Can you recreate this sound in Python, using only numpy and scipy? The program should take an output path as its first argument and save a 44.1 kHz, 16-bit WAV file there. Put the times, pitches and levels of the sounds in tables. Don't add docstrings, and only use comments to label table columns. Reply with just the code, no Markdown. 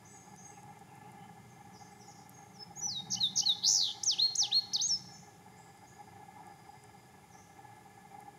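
import sys
import numpy as np
from scipy import signal
from scipy.fft import rfft, irfft, next_fast_len
from scipy.io import wavfile
from scipy.ndimage import uniform_filter1d, map_coordinates

SR = 44100
rng = np.random.default_rng(int(sys.argv[2]) if len(sys.argv) > 2 else 0)


def bounce(signal):
    frames = np.transpose(np.atleast_2d(signal))
    limited = np.clip(frames, -1, 1)
    pcm = np.round(limited * 32767).astype(np.int16)
    wavfile.write(sys.argv[1], SR, pcm)


N = 369558


# (frequency [Hz], gain [dB])
BEAK_GAIN = [(5000, -11.5), (7500, 12), (8600, 11.5), (10500, 3.5), (13000, -3.5), (15500, -1.5)]
def syrinx(hz, gain, tremble=.004, bright_db=0, second_db=-50, third_db=-41):
    edge = rasp(hz)
    hz = hz * (1 + tremble * wobble(500, len(hz)))
    phase = 2 * np.pi * np.cumsum(hz) / SR
    overtones = 0
    for k, db in [(2, second_db + bright_db), (3, third_db)]:
        overtones += amp(db + along(BEAK_GAIN, k * hz)) * np.sin(k * phase) * (k * hz < SR / 2)
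    flicker = amp(3.5 * wobble(160, len(hz)))
    fade = signal.windows.tukey(len(hz), min(1, .004 * SR / len(hz)))
    shimmer = amp(.7 * wobble(200, len(hz)))
    return np.sqrt(2) * gain * fade * shimmer * (np.sin(phase) + flicker * overtones + edge)


def rasp(hz, level_db=-37, fast_hz_per_s=200000, low_hz=9000, high_hz=13000):
    speed = np.minimum(np.abs(np.gradient(hz)) * SR / fast_hz_per_s, 1)
    speed = uniform_filter1d(speed, size=300)
    band = signal.butter(2, [low_hz, high_hz], "band", fs=SR)
    edge = signal.lfilter(*band, rng.standard_normal(len(hz)))
    return amp(level_db) * speed * (2 * hz / low_hz) ** 1.4 * unit(edge)


# (pitch [Hz], gain [dB])
VOICE_STRENGTH = [(2000, -39), (2450, -16), (2800, -15.5), (3060, -8.5), (3500, -8.5), (3800, 0.5),
                  (4300, -0.5), (4700, -2), (5400, 1), (6100, 0.5), (6650, -3.5), (7150, -19.5),
                  (8500, -21)]
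def glide(hz, gain, break_hz=4037, break_width_hz=126, break_db=-9):
    dip_db = break_db * np.exp(-((hz - break_hz) / break_width_hz) ** 2)
    return syrinx(hz, gain * amp(along(VOICE_STRENGTH, hz) + dip_db))


# (time [s], length [s], start pitch [Hz], middle pitch [Hz], end pitch [Hz], level [dB])
WHISTLE_NOTES = [(2.533, 0.045, 5950, 5900, 5100, -58.5), (2.585, 0.053, 5120, 5245, 5160, -44.5),
                 (2.756, 0.052, 6250, 6700, 6750, -40), (2.81, .062, 5835, 5924, 5900, -30.5),
                 (3.16, 0.028, 2770, 3014, 3000, -39.5), (3.417, 0.026, 2800, 3015, 3080, -36.5)]
# (share of its length [0 to 1], gain [dB])
WHISTLE_SWELL = [(0, -17), (.4, -3.5), (.7, -2.5), (.88, 0.5), (1, -10)]
# (time [s], boost [dB])
OCTAVE_BOOST = [(2.74, 0), (2.76, 25), (2.805, 26), (2.82, 9)]
def whistles():
    out = np.zeros(N)
    for s, length, first, middle, last, db in WHISTLE_NOTES:
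        u = np.linspace(0, 1, int(length * SR))
        hz = arc(2 * u - 1, first, middle, last)
        swell_db, = curves(WHISTLE_SWELL, u)
        bright_db, = curves(OCTAVE_BOOST, s + u * length)
        add(out, s, syrinx(hz, amp(db + swell_db), bright_db=bright_db))
    return out


# (time [s], length [s], from pitch [Hz], to pitch [Hz], settling time [s], effort [dB])
SLIDE_NOTES = [(2.866, 0.15, 6060, 3700, 0.049, -37), (3.201, 0.084, 4360, 3374, 0.044, -24.5),
               (3.453, 0.086, 4467, 3310, .05, -23.5), (4.175, .1, 2364, 4247, 0.02, -23.5),
               (4.506, 0.097, 2144, 4300, 0.02, -24.5)]
def slides(attack_s=0.017, release_s=0.013):
    out = np.zeros(N)
    for s, length, from_hz, to_hz, settle, db in SLIDE_NOTES:
        t = np.arange(int(length * SR)) / SR
        hz = to_hz + (from_hz - to_hz) * np.exp(-(t / settle) ** 1.48)
        fade = np.minimum(t / attack_s, 1) * np.minimum((length - t) / release_s, 1)
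        add(out, s, glide(hz, amp(db) * fade))
    return out


# (time [s], level [dB])
STUTTER_STARTS = [(3.1, -27.5), (3.3551, -22.5)]
STUTTER_GAINS = [-9.5, -2, -1.5, -2.5]
def stutters(spacing_s=.0131, note_s=0.019, top_hz=6690, end_hz=3710, sink_hz=290):
    out, u = np.zeros(N), np.linspace(0, 1, int(note_s * SR))
    envelope = np.abs(np.sin(np.pi * u)) ** 1.5
    for s, db in STUTTER_STARTS:
        for k, note_db in enumerate(STUTTER_GAINS):
            hz = top_hz + (end_hz - k * sink_hz - top_hz) * u ** 2
            add(out, s + k * spacing_s, syrinx(hz, amp(db + note_db) * envelope))
    return out


# (time [s], centre pitch [Hz], level [dB])
BUZZ_PATH = [(3.624, 3800, -45), (3.648, 4260, -26), (3.66, 4490, -27), (3.68, 5590, -23.5),
             (3.70, 6070, -24.5), (3.725, 6330, -26.5), (3.76, 5790, -25), (3.782, 5220, -29),
             (3.805, 4510, -29), (3.835, 4055, -28.5), (3.86, 3750, -33.5), (3.885, 3460, -36.5),
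             (3.915, 3356, -38.5), (3.93, 3300, -63.5)]
# (time [s], swings [per s], depth [share of the pitch])
BUZZ_SWINGS = [(3.624, 103, .14), (3.74, 97, .145), (3.83, 92, .105), (3.93, 84, .09)]
def buzz(dip_db=7.5):
    out, t = np.zeros(N), span(BUZZ_PATH)
    hz, db = curves(BUZZ_PATH, t)
    rate, depth = curves(BUZZ_SWINGS, t)
    turn = -3.5 + 2 * np.pi * np.cumsum(rate) / SR + 0.62 * wobble(70, len(t))
    swing = depth * (np.sin(turn) - 0.34 * np.sin(2 * turn) - 0.04 * np.cos(2 * turn))
    gain = amp(db + 2.5 - dip_db * (1 - np.cos(turn)) / 2)
    add(out, t[0], syrinx(hz * (1 + swing), gain, tremble=.018))
    return out


# (time [s], effort [dB])
SWOOP_STARTS = [(4.031, -25.5), (4.3501, -26)]
# (time into the swoop [s], pitch [Hz])
SWOOP_PATH = [(0, 4254), (.015, 8100), (.023, 7150), (.035, 6580), (.062, 5435), (.087, 3640), (.106, 3060),
              (.122, 2440)]
# (time into the swoop [s], pitch [Hz])
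UPSTROKE_PATH = [(.002, 5200), (.007, 7560), (.0115, 9500), (.0135, 9900)]
def swoops(attack_s=0.0096, release_s=0.014, upstroke_db=-16.5):
    out, t, up_t = np.zeros(N), span(SWOOP_PATH), span(UPSTROKE_PATH)
    hz, = curves(SWOOP_PATH, t)
    up_hz, = curves(UPSTROKE_PATH, up_t)
    fade = np.minimum(t / attack_s, 1) * np.minimum((t[-1] - t) / release_s, 1)
    for s, db in SWOOP_STARTS:
        add(out, s, glide(hz, amp(db) * fade))
        add(out, s + up_t[0], syrinx(up_hz, amp(db + upstroke_db)))
    return out


# (time [s], pitch [Hz], effort [dB])
FLOURISH_NOTES = [
    [(4.731, 3410, -34), (4.7385, 6420, -31.5), (4.744, 5260, -32), (4.754, 4510, -24.5),
     (4.771, 3500, -28)],
    [(4.782, 2900, -34), (4.793, 3200, -35), (4.8, 3756, -28.5), (4.811, 4230, -28.5), (4.822, 6150, -30.5),
     (4.874, 6700, -25.5)],
    [(4.871, 8640, -40), (4.884, 7780, -17.5), (4.892, 6130, -32), (4.914, 5400, -29), (4.936, 5390, -27.5),
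     (4.964, 5180, -36)],
]
def flourish():
    out = np.zeros(N)
    for note in FLOURISH_NOTES:
        t = span(note)
        hz, db = curves(note, t)
        add(out, t[0], glide(hz, amp(db)))
    return out


def near_echoes(x, first_s=0.0062, last_s=0.04, count=8):
    out = np.zeros(N)
    for delay in np.linspace(first_s, last_s, count) + rng.uniform(-0.0016, .002, count):
        add(out, delay, x / np.sqrt(count))
    return out


# (frequency [Hz], time to fade by 60 dB [s])
TREE_FADE = [(2000, 0.69), (4000, 0.73), (6500, 0.75), (9000, 0.8), (15000, 0.21)]
# (frequency [Hz], gain [dB])
TREE_GAIN = [(2000, 7), (3200, -3), (4300, -0.5), (6500, -5), (7800, -3), (14000, 9.5)]
def trees(x, build_s=0.0034):
    hz, t, bands = signal.stft(rng.standard_normal(SR), SR, nperseg=256)
    envelope = amp(-60 * t / along(TREE_FADE, hz)[:, None]) * (1 - np.exp(-t / build_s))
    _, tail = signal.istft(bands * envelope, SR, nperseg=256)
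    echo = signal.fftconvolve(x, tail / np.linalg.norm(tail))[:N]
    return filtered(echo, lambda f: amp(along(TREE_GAIN, f)))


def swaying_trees(x, patterns=3):
    weights = np.array([wobble(9, N) for _ in range(patterns)])
    weights /= np.sqrt(np.sum(weights ** 2, axis=0) + .1)
    return sum(w * trees(x) for w in weights)


# (time [s], length [s], start pitch [Hz], end pitch [Hz], level [dB])
FAR_CHIRPS = [(.047, 0.023, 5600, 7060, -48.5), (0.066, 0.076, 7700, 7890, -58),
              (.125, 0.064, 6850, 6190, -50), (0.368, .035, 5710, 6770, -50),
              (0.38, 0.11, 6550, 6300, -49.5), (0.41, .12, 8350, 7370, -59.5),
              (0.483, .1, 2870, 2240, -67.5), (.867, 0.035, 2860, 2280, -66),
              (1.014, 0.06, 2350, 2950, -67), (1.182, 0.047, 3150, 2640, -64),
              (1.483, 0.053, 6550, 6080, -59.5), (1.721, 0.057, 6300, 4480, -56),
              (1.748, 0.039, 4800, 4770, -57.5), (1.78, 0.054, 6900, 5760, -55.5),
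              (1.905, .036, 8000, 7500, -62), (1.991, .042, 6400, 4600, -52.5),
              (2.068, 0.038, 6900, 6240, -50), (2.1, .025, 6600, 4460, -49.5),
              (2.303, .12, 6500, 6270, -56.5), (5.119, 0.05, 7200, 5530, -49.5),
              (5.56, .045, 6300, 8430, -58), (5.857, 0.047, 6100, 7180, -56), (6.65, .15, 7650, 7750, -75),
              (7.302, 0.053, 6700, 4960, -57.5), (7.374, 0.026, 5600, 6800, -55)]
def far_birds(arch_hz=111.3):
    out = np.zeros(N)
    for s, length, first, last, db in FAR_CHIRPS:
        u = np.linspace(-1, 1, int(length * SR))
        hz = arc(u, first, (first + last) / 2 + arch_hz, last)
        add(out, s, syrinx(hz, amp(db) * np.cos(np.pi * u / 2), tremble=.009))
    return out


# (start [s], end [s], level [dB])
INSECT_SPELLS = [(0, .6, -77), (5.6, 6.1, -76), (6.5, 7.05, -76)]
def insect(hz=4930, width_hz=110):
    t = np.arange(N) / SR
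    gain = sum(amp(db) * np.interp(t, [start - .2, start, end, end + 0.061], [0, 1, 1, 0])
               for start, end, db in INSECT_SPELLS)
    return gain * noise(lambda f: resonance(f, hz, width_hz))


def short_note():
    out = np.zeros(N)
    add(out, 6.37, blip(hz=960, length_s=0.042, db=-53))
    return out


# (frequency [Hz], relative level [dB])
RUMBLE_COLOUR = [(25, -30), (45, -56), (70, -33), (95, -11), (122, 0.5), (150, -4), (188, 2), (240, -17),
                 (400, -24), (800, -66), (2000, -78)]
# (time [s], half length [s], rise [dB])
RUMBLE_RISES = [(1.3, 0.44, 4.5), (3.12, 0.39, 11.5), (5.0, 0.33, 6)]
def distant_rumble(start_db=-60, fade_db_per_s=0.6, bottom_db=-67.5):
    db = start_db - fade_db_per_s * np.arange(N) / SR + swells(RUMBLE_RISES)
    rumble = amp(db) * noise(lambda f: amp(along(RUMBLE_COLOUR, f)))
    return rumble + amp(bottom_db) * noise(lambda f: resonance(f, hz=107.7, width_hz=33.5))


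# (pitch [Hz], width [Hz])
MOTOR_RING = (814.5, 62.7)
# (time [s], half length [s], rise [dB])
MOTOR_WORK = [(.68, 0.7, 2.5), (2.8, 0.31, 2.5), (3.65, 0.45, 4.5), (4.47, 0.081, 7), (6.35, 0.22, 5.5),
              (7.68, 0.091, 3), (8.18, 0.32, 3)]
# (time [s], relative level [dB])
MOTOR_SURGES = [(0.702, -34), (2.871, -31), (4.42, -33), (6.004, -35), (6.284, -33), (6.402, -39.5),
                (6.691, -32), (7.678, -41), (7.776, -35), (8.143, -31), (8.184, -30), (8.281, -32.5)]
# (pitch [Hz], width [Hz], relative level [dB])
BODY_RINGS = [(293.7, 17, 1.5), (351.6, 22, 1.5), (416.7, 23, 5), (610, 12.3, -5), (756, 64, -0.5),
              (961, 102, -5), (1182, 31, -6), (1329, 133, -8), (1709, 69, -0.5), (2094, 87, -3),
              (2347, 44, -8.5)]
def lens_motor(idle_db=-60.5, body_db=-62, body_follow=0.38):
    motor_db = idle_db + swells(MOTOR_WORK)
    bursts = amp(6 * np.tanh(wobble(55, N)))
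    drive = bursts * rng.standard_normal(N)
    motor = amp(motor_db) * unit(filtered(drive, lambda f: resonance(f, *MOTOR_RING)))
    for s, db in MOTOR_SURGES:
        add(motor, s - .004, blip(hz=MOTOR_RING[0], length_s=0.019, db=db - 12.5))
    shake = np.sqrt(bursts) * rng.standard_normal(N)
    body = filtered(shake, lambda f: sum(amp(db) * resonance(f, hz, w) for hz, w, db in BODY_RINGS))
    body_gain = amp(body_db + body_follow * (motor_db - motor_db.mean()))
    return motor + body_gain * unit(body)


# (time [s], relative level [dB], centre frequency [Hz])
LENS_CLICKS = [(0.3624, -48, 8150), (.632, -46.5, 8200), (0.7914, -51.5, 8550), (0.954, -49.5, 9200),
               (1.1184, -49.5, 9900), (2.2946, -39.5, 10600), (2.8405, -46, 10800), (5.7747, -51, 8070),
               (6.014, -54, 9300), (6.4683, -50, 9400), (6.8384, -45, 8500), (7.7633, -55, 9020),
               (8.205, -46, 10400)]
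def lens_ticks(fade_s=0.01, width=0.24):
    out, t = np.zeros(N), np.arange(SR // 50) / SR
    for s, db, hz in LENS_CLICKS:
        band = signal.butter(3, [hz * (1 - width), hz * (1 + width)], "band", fs=SR)
        burst = signal.lfilter(*band, rng.standard_normal(len(t)) * amp(-60 * t / fade_s))
        add(out, s, 2 * amp(db - 6) * burst / np.abs(burst).max())
    return out


# (frequency [Hz], relative level [dB])
HISS_COLOUR = [(30, -82), (150, -79), (600, -87.5), (1500, -95.5), (2700, -94.5), (3700, -95), (4300, -101),
               (4900, -93.5), (5600, -98.5), (7000, -92.5), (8300, -100), (10000, -95), (13000, -102),
               (15700, -106)]
# (frequency [Hz], likeness [0 to 1])
HISS_LIKENESS = [(100, 0.97), (2000, 0.94), (5500, 1), (8000, 0.92), (10000, .6), (15000, 0.25)]
def microphone_hiss(level_db=-64):
    def response(f):
        likeness = along(HISS_LIKENESS, f)
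        return amp(along(HISS_COLOUR, f)) * np.sqrt([1 + likeness, 1 - likeness])
    mid, side = filtered(rng.standard_normal((2, N)), response)
    return amp(level_db) * unit(np.array([mid + side, mid - side]))


def amp(db):
    return 10 ** (np.asarray(db) / 20)


def unit(x):
    return x / np.sqrt(np.mean(x ** 2) + 1e-20)


def along(points, hz):
    f, v = np.transpose(points)
    return np.interp(np.log(hz + 1), np.log(f + 1), v)


def curves(rows, t):
    s, *cols = np.transpose(rows)
    return [np.interp(t, np.sort(s), c) for c in cols]


def span(rows):
    s = np.transpose(rows)[0]
    return np.arange(s.min(), s.max(), 1 / SR)


def arc(u, first, middle, last):
    return middle + u * (last - first) / 2 + u ** 2 * ((first + last) / 2 - middle)


def swells(rows):
    t = np.arange(N) / SR
    return sum(db * np.exp(-((t - s) / half) ** 2) for s, half, db in rows)


def wobble(rate, size):
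    points = rng.standard_normal(int(size * rate / SR) + 4)
    return map_coordinates(points, [np.arange(size) * rate / SR])


def blip(hz, length_s, db):
    t = np.arange(int(length_s * SR)) / SR
    return amp(db) * np.sin(np.pi * t / length_s) * np.sin(2 * np.pi * hz * t)


def resonance(f, hz, width_hz):
    return (1 + ((f - hz) / width_hz) ** 2) ** -1.5


def filtered(x, response):
    m = next_fast_len(N + SR // 2)
    return irfft(rfft(x, m) * response(np.fft.rfftfreq(m, 1 / SR)), m)[..., :N]


def noise(response):
    return unit(filtered(rng.standard_normal(N), response))


def add(track, s, sound):
    part = track[max(round(s * SR), 0):][:len(sound)]
    part += sound[:len(part)]


# (frequency [Hz], gain [dB])
TREBLE_DIP = [(6500, -1), (7300, -3), (8200, -4), (9200, 0.5), (10500, 2)]
def scene():
    song = whistles() + slides() + stutters() + buzz() + swoops() + flourish()
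    far = far_birds()
    singer = song + amp(-14.5) * near_echoes(song) + amp(-14.0) * swaying_trees(song)
    side_echo = amp(-43.0) * trees(song) * np.array([[1], [-1]])
    bunting = filtered(singer + side_echo, lambda hz: amp(along(TREBLE_DIP, hz)))
    others = amp(-10) * far + amp(-2) * swaying_trees(far)
    background = insect() + short_note() + lens_ticks() + distant_rumble() + lens_motor()
    return bunting + others + background + microphone_hiss()


def record(dry, low_cut_hz=70, top_hz=15750):
    return filtered(dry, lambda hz: (hz < top_hz) * hz ** 3 / np.sqrt(hz ** 6 + low_cut_hz ** 6))


dry = scene()
out = record(dry)
bounce(out)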